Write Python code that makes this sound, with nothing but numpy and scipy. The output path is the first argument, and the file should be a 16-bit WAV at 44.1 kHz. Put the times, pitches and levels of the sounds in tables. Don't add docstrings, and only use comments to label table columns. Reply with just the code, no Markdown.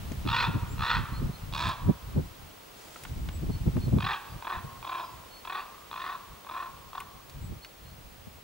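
import sys
import numpy as np
from scipy import signal
from scipy.fft import rfft, irfft, next_fast_len
from scipy.io import wavfile
from scipy.ndimage import uniform_filter1d, map_coordinates

SR = 44100
rng = np.random.default_rng(int(sys.argv[2]) if len(sys.argv) > 2 else 0)


def master(y):
    cut = np.clip(np.atleast_2d(y).T, -1, 1)
    pcm = np.round(cut * 32767)
    wavfile.write(sys.argv[1], SR, pcm.astype(np.int16))


N = 371763
TIME = np.arange(N) / SR
# (frequency [Hz], coherence [0-1])
AIR_COHERENCE = [(50, 1), (300, 0.054), (1000, 0.06), (4000, 0.26), (8000, 0.42), (13000, 0.98)]


def ravens(gain_db=-1.35):
    # (time [s], rasps [count], first gap [s], last gap [s], relative level [dB], onset gain [dB],
    # top pitch [Hz], throat resonance [Hz], beak gain [dB], windpipe gain [dB], windpipe tilt [dB/octave])
    croaks = [(.253, 14, 0.0098, .0225, -27, -17, 489, 1162, -10, -3.5, -7),
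              (.781, 14, .012, .0195, -28, -10.5, 480.7, 1178, -6, -6, -4.5),
              (1.5255, 14, .011, 0.02, -31, -5.5, 328.8, 1048, -10, -6.5, 1),
              (3.9853, 9, .018, .0245, -31.5, -5, 398.6, 1060, -4, -6.5, -5.5),
              (4.424, 7, 0.022, .029, -35, 0, 365.7, 1054, -9, -14, -9),
              (4.827, 9, .019, 0.031, -35.5, 1, 351.2, 1020, -16, -12.5, -6.5),
              (5.450, 8, .0235, .024, -36, 2.5, 387, 1085, -9, -9.5, -11),
              (5.913, 12, 0.013, 0.029, -37, -1, 369.8, 1116, -11, -12.5, -5),
              (6.447, 9, .0195, .0325, -37.5, -5.5, 355.6, 1094, -15.5, -15, -9.5),
              (6.931, 4, 0.019, 0.029, -39, -0.5, 383, 1090, -17, -17, 1)]
    out = np.zeros(N)
    for start, *voice in croaks:
        add(out, start, croak(*voice))
    return amp(gain_db) * out


def croak(count, first_gap, last_gap, level_db, onset_db, top_hz, throat_hz, beak_db, pipe_db, tilt_db):
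    # (frequency [Hz], width [Hz], relative gain [dB])
    windpipe = [(2590, 364, -5), (3517, 350, -4.5), (4010, 284, -5), (4540, 620, -15.5), (5230, 780, -18),
                (6670, 4600, -31)]
    pipe_scale = (throat_hz / 1170) ** .3
    onset_s, bright_s, fade_s = .027, .12, .055
    gaps = np.linspace(first_gap, last_gap, count - 1)
    starts = np.append(0, np.cumsum(gaps))
    t = np.arange(int((starts[-1] + last_gap) * SR)) / SR
    shut = 1 - np.sin(np.pi * (t / t[-1]) ** 1.3)
    fading = np.clip(1 - (t[-1] - t) / fade_s, 0, 1) ** 2
    drive = syrinx(t, starts, np.append(gaps, last_gap), pitch=top_hz * (1 - .15 * shut ** 2))
    throat = (throat_hz * (1 - .039 * (shut - .3)), top_hz, 0)
    beak = (1.61 * throat_hz * (1 - .058 * (shut - .2)), 380, beak_db - 10 * shut)
    bright_db = pipe_db + 4 * np.exp(-t / bright_s) - 4 * fading
    pipe = [(hz * pipe_scale, width, db + bright_db + tilt_db * np.log2(hz / 3000))
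            for hz, width, db in windpipe]
    chest = amp(-23) * resonate(drive, hz=400, width=560)
    voice = vocal_tract(drive, [throat, beak, *pipe]) + chest
    return unit(voice) * amp(level_db + onset_db * np.exp(-t / onset_s) - 12 * fading)


def syrinx(t, starts, gaps, pitch, opening_s=.11, jitter=.05, shimmer_db=2, sag_db=5.5, puff_s=.0014):
    claps, gate = np.zeros((2, len(t)))
    for start, gap in zip(starts, gaps):
        length = gap * np.interp(start, [0, opening_s], [.14, .92])
        timing, size = rng.standard_normal((2, 20))
        hz = np.interp(start, t, pitch)
        progress = np.minimum(np.arange(len(timing)) / (hz * gap), 1)
        periods = (1 + jitter * timing - .1 * (progress - .5)) / hz
        offsets = np.cumsum(periods) - periods[0]
        for offset, db in zip(offsets[offsets < length], size * shimmer_db):
            add(claps, start + offset, amp([db - sag_db * (2 * offset / gap - .55) ** 2]))
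        gate[(t >= start) & (t < start + length)] = 1
    airflow = signal.lfilter([1], [1, -np.exp(-1 / (puff_s * SR))], claps) + .066 * gate
    puffs = airflow * rng.standard_normal(len(t))
    return unit(claps) + .4 * unit(puffs)


def vocal_tract(drive, formants, flutter_db=1.5, wobble=.025, flutter_s=.011):
    voice = np.zeros(len(drive))
    for k, (hz, width, db) in enumerate(formants):
        ring = resonate(drive, hz * (1 + wobble * wander(len(drive), flutter_s)), width)
        voice += (-1) ** k * amp(db + flutter_db * wander(len(drive), flutter_s)) * ring
    low_cut_hz = .59 * np.mean(formants[0][0])
    return signal.sosfilt(signal.butter(4, low_cut_hz, "highpass", fs=SR, output="sos"), voice)


def small_birds(waver=.0062):
    # (time [s], length [s], middle pitch [Hz], rise [share of that pitch], level [dB])
    chirps = [(.68, .082, 7430, 0.052, -53), (1.127, 0.071, 4260, .055, -48),
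              (1.324, 0.053, 4230, .03, -50), (3.313, 0.08, 7880, .03, -55),
              (3.502, .071, 4340, .03, -53.5), (3.8, 0.073, 4300, 0.0015, -50),
              (4.28, .08, 4720, -.06, -61), (4.936, .21, 5050, -.16, -58.5), (5.092, 0.098, 7100, .02, -63),
              (5.29, 0.13, 4350, 0.006, -55.5), (5.52, 0.16, 4510, .045, -56),
              (7.405, .085, 7850, .08, -60), (7.611, 0.061, 4380, .06, -52), (7.83, 0.1, 4220, 0, -59)]
    out = np.zeros(N)
    for start, length, middle_hz, rise, db in chirps:
        position = np.linspace(-.5, .5, int(length * SR))
        arch = .064 * (middle_hz / 7630) ** 3.43
        contour = 1 + rise * position - arch * (2 * position) ** 2
        hz = middle_hz * (contour + waver * wander(len(position), .0022))
        add(out, start, amp(db) * np.cos(np.pi * position) * np.sin(2 * np.pi * np.cumsum(hz) / SR))
    return out


def forest_echo(calls, near_db=-10, far_db=-16, near_s=.011, build_s=.0087, sway_s=.000836):
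    # (frequency [Hz], time to fall 60 dB [s])
    decay_times = [(300, 0.23), (1100, 1.36), (1700, 0.88), (2600, 0.79), (4500, 0.59), (9000, 0.093)]
    t = np.arange(2 * SR) / SR
    taps = rng.standard_normal((2, len(t))) * (rng.random((2, len(t))) < 2500 / SR)
    taps = taps + .79 * taps[::-1]
    near = taps[:, ::-1] * np.exp(-t / near_s) * (t > .003)
    hz, frame_s, spectra = signal.stft(taps, SR, nperseg=256)
    decay = amp(-60 * frame_s / at_hz(decay_times, hz)[:, None])
    far = signal.istft(spectra * decay, SR, nperseg=256)[1][:, :len(t)]
    far *= 1 - np.exp(-t / build_s)
    shifted = map_coordinates(calls, [np.arange(N) + sway_s * SR * wander(N, .03)], order=3)
    early = signal.fftconvolve(calls[None], amp(near_db) * near / np.linalg.norm(near[0]), axes=1)
    late = signal.fftconvolve(shifted[None], amp(far_db) * far / np.linalg.norm(far[0]), axes=1)
    return (early + late)[:, :N]


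def twigs(decay_s=.0042):
    # (time [s], peak level [dB], snap centre [Hz], knock against snap [dB])
    ticks = [(0.119, -36, 4550, -2), (1.688, -35, 8000, -20), (2.959, -34.5, 880, -14),
             (3.036, -32.5, 7000, -5.5), (3.051, -32, 1160, -14), (3.288, -31.5, 1340, -14),
             (3.767, -32.5, 850, -20), (7.002, -30.5, 7960, 5), (7.297, -39, 4700, -26),
             (7.647, -33.5, 2000, 1)]
    out, t = np.zeros(N), np.arange(SR // 20) / SR
    for start, db, hz, knock_db in ticks:
        puff = rng.standard_normal(len(t)) * np.exp(-t / decay_s)
        snap = unit(resonate(puff, hz, width=1.7 * hz))
        knock = amp(knock_db) * unit(resonate(puff, hz=2300, width=1300))
        tick = snap + knock
        add(out, start, amp(db) * tick / abs(tick).max())
    return out


def microphone_ports(x):
    # (frequency [Hz], phase [rad])
    left_lead = [(100, .05), (400, 0.7), (850, 0.64), (1500, 0.69), (3700, 0.54), (6500, 0.89), (9500, .02)]
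    # (time [s], right minus left [dB])
    balance = [(.6, 0.5), (1.6, 1.5), (4.2, 0.5), (6, -0.7)]
    size = next_fast_len(N)
    phase = at_hz(left_lead, np.fft.rfftfreq(size, 1 / SR))
    right = irfft(rfft(x[1], size) * np.exp(-1j * phase), size)[:N]
    right_db = at_time(balance)
    return np.array([x[0] * amp(-right_db / 2), right * amp(right_db / 2)])


def wind(lumps_db=3, knee_db=-30):
    # (start [s], length [s], relative level [dB], swell from start to end [dB])
    gusts = [(0, .83, -35, 2), (.93, 0.083, -34, 8), (1.12, 0.13, -32, 11), (1.431, 0.26, -37, 5),
             (1.812, 0.06, -36, 11), (2.046, 0.19, -37, 6.5), (2.398, .05, -47, -1),
             (3.073, 0.98, -33.5, 5), (4.305, 0.034, -42.5, 3), (4.555, 0.26, -49, -4.5),
             (5.117, 0.064, -49.5, 4), (6.298, 0.018, -51, 2), (6.695, 0.57, -57, -3),
             (7.321, 0.2, -41.5, 11), (7.813, 0.57, -53, -3.5)]
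    # (peak time [s], level [dB], half-width at 1/e [s])
    buffets = [(0.119, -27.5, 0.0057), (0.264, -27, 0.015), (0.491, -25.5, 0.016), (0.562, -26, 0.02),
               (1.227, -31, 0.012), (1.297, -25.5, 0.0048), (1.897, -15.5, 0.015), (2.18, -22, 0.023),
               (3.437, -30, 0.011), (3.503, -25.5, 0.0094), (3.676, -22.5, 0.013), (3.773, -23, 0.015),
               (3.881, -24.5, 0.018), (3.937, -18.5, 0.011), (3.972, -22.5, 0.021), (4.649, -34.5, 0.006),
               (7.528, -38, 0.0088), (8.277, -38.5, 0.0073)]
    # (frequency [Hz], relative level [dB])
    rumble_spectrum = [(12, -32), (25, -1), (55, 6.5), (110, 4.5), (170, -1), (230, -10.5), (320, -15.5),
                       (500, -29), (900, -60), (1600, -100)]
    buffet_spectrum = [(25, -61), (70, -3), (140, 3.5), (250, -3.5), (400, -13.5), (700, -25.5),
                       (1500, -43), (3000, -64.5)]
    level_db = 20 * np.log10(sum(gust(*row) for row in gusts)) + lumps_db * wander(N, .016)
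    rumble = amp(level_db - .5) * eddies(rumble_spectrum, steady_s=.36)
    edge = amp(level_db - 12 + np.minimum(.5 * (level_db - knee_db), 0))
    sudden = sum(amp(db) * np.exp(-((TIME - peak_s) / half_s) ** 2) for peak_s, db, half_s in buffets)
    return rumble + np.hypot(edge, sudden) * eddies(buffet_spectrum, steady_s=.015)


def gust(start, length, db, swell_db, attack_s=.02, release_s=.038):
    t = TIME - start
    outside = np.maximum(-t, 0) / attack_s + np.maximum(t - length, 0) / release_s
    return amp(db + swell_db * (np.clip(t / length, 0, 1) - .5)) * np.exp(-np.minimum(outside, 20))


def eddies(spectrum, steady_s):
    pressure = noise(spectrum, coherence=[(30, .7), (70, .92), (130, .49), (260, .016)])
    return pressure / np.sqrt(smooth((pressure ** 2).mean(0), steady_s) + .011)


def rustle(grain_db=2, grain_s=.0047):
    # (time [s], level [dB])
    levels = [(2.6, -81), (2.8, -56.5), (2.95, -53), (3.08, -58), (3.3, -65), (3.9, -59), (4.1, -80)]
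    # (frequency [Hz], relative level [dB])
    spectrum = [(100, -7), (300, 3), (900, -1), (2500, -1), (4500, -2), (7500, -2), (11000, -10),
                (16000, -21)]
    grains = np.minimum(wander(N, grain_s), 1.2)
    return amp(at_time(levels)) * unit(amp(grain_db * grains)) * noise(spectrum, AIR_COHERENCE)


def hush():
    # (time [s], level [dB])
    levels = [(0, -47.5), (2.6, -50.5), (4.4, -49.5), (8.4, -53)]
    # (frequency [Hz], relative level [dB])
    spectrum = [(15, -20), (30, 4), (167, -2), (420, -0.5), (720, -2), (1110, -3), (1730, -8.5),
                (2920, -8.5), (4200, -11.5), (7000, -16), (11300, -18.5), (16000, -19.5)]
    return amp(at_time(levels)) * noise(spectrum, AIR_COHERENCE)


def camera_whine(db=-58, line_hz=15625, field_hz=50, blank_share=.1, slip_turns=.12):
    field = TIME * field_hz % 1
    gate = smooth(1. * (field > blank_share), .002)
    return amp(db) * np.sin(2 * np.pi * (line_hz * TIME + slip_turns * field)) * gate


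def resonate(x, hz, width):
    carrier = np.exp(2j * np.pi * np.cumsum(hz * np.ones(len(x))) / SR)
    pole = np.exp(-np.pi * width / SR)
    return 2 * (carrier * signal.lfilter([(1 - pole) ** 2], [1, -2 * pole, pole ** 2], x / carrier)).real


def noise(spectrum, coherence):
    size = next_fast_len(N)
    hz = np.fft.rfftfreq(size, 1 / SR)
    mid, side = rfft(rng.standard_normal((2, size)))
    same = np.clip(at_hz(coherence, hz), 0, 1)
    mid, side = mid * np.sqrt(1 + same), side * np.sqrt(1 - same)
    return unit(irfft(np.array([mid + side, mid - side]) * amp(at_hz(spectrum, hz)), size)[:, :N])


def wander(count, seconds):
    spare = int(2 * seconds * SR) + 1
    return unit(smooth(rng.standard_normal(count + 2 * spare), seconds)[spare:-spare])


def smooth(x, seconds):
    size = max(int(seconds * SR), 1)
    return uniform_filter1d(uniform_filter1d(x, size), size)


def amp(db):
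    return 10 ** (np.asarray(db) / 20)


def unit(x):
    return x / np.sqrt(np.mean(x ** 2) + 1e-20)


def at_hz(points, hz):
    frequencies, values = np.transpose(points)
    return np.interp(np.log(hz + 1), np.log(frequencies + 1), values)


def at_time(points):
    return np.interp(TIME, *np.transpose(points))


def add(mix, start_s, sound):
    part = mix[max(round(start_s * SR), 0):][:len(sound)]
    part += sound[:len(part)]


def scene():
    calls = ravens() + small_birds()
    air = hush()
    echo = forest_echo(calls)
    return microphone_ports(calls + twigs() + echo) + air + rustle() + wind()


def record(dry, cutoff_hz=15900):
    low_pass = signal.firwin(1023, cutoff_hz, window=("kaiser", 9), fs=SR)
    return signal.oaconvolve(dry + camera_whine(), low_pass[None], "same", axes=1)


dry = scene()
out = record(dry)
master(out)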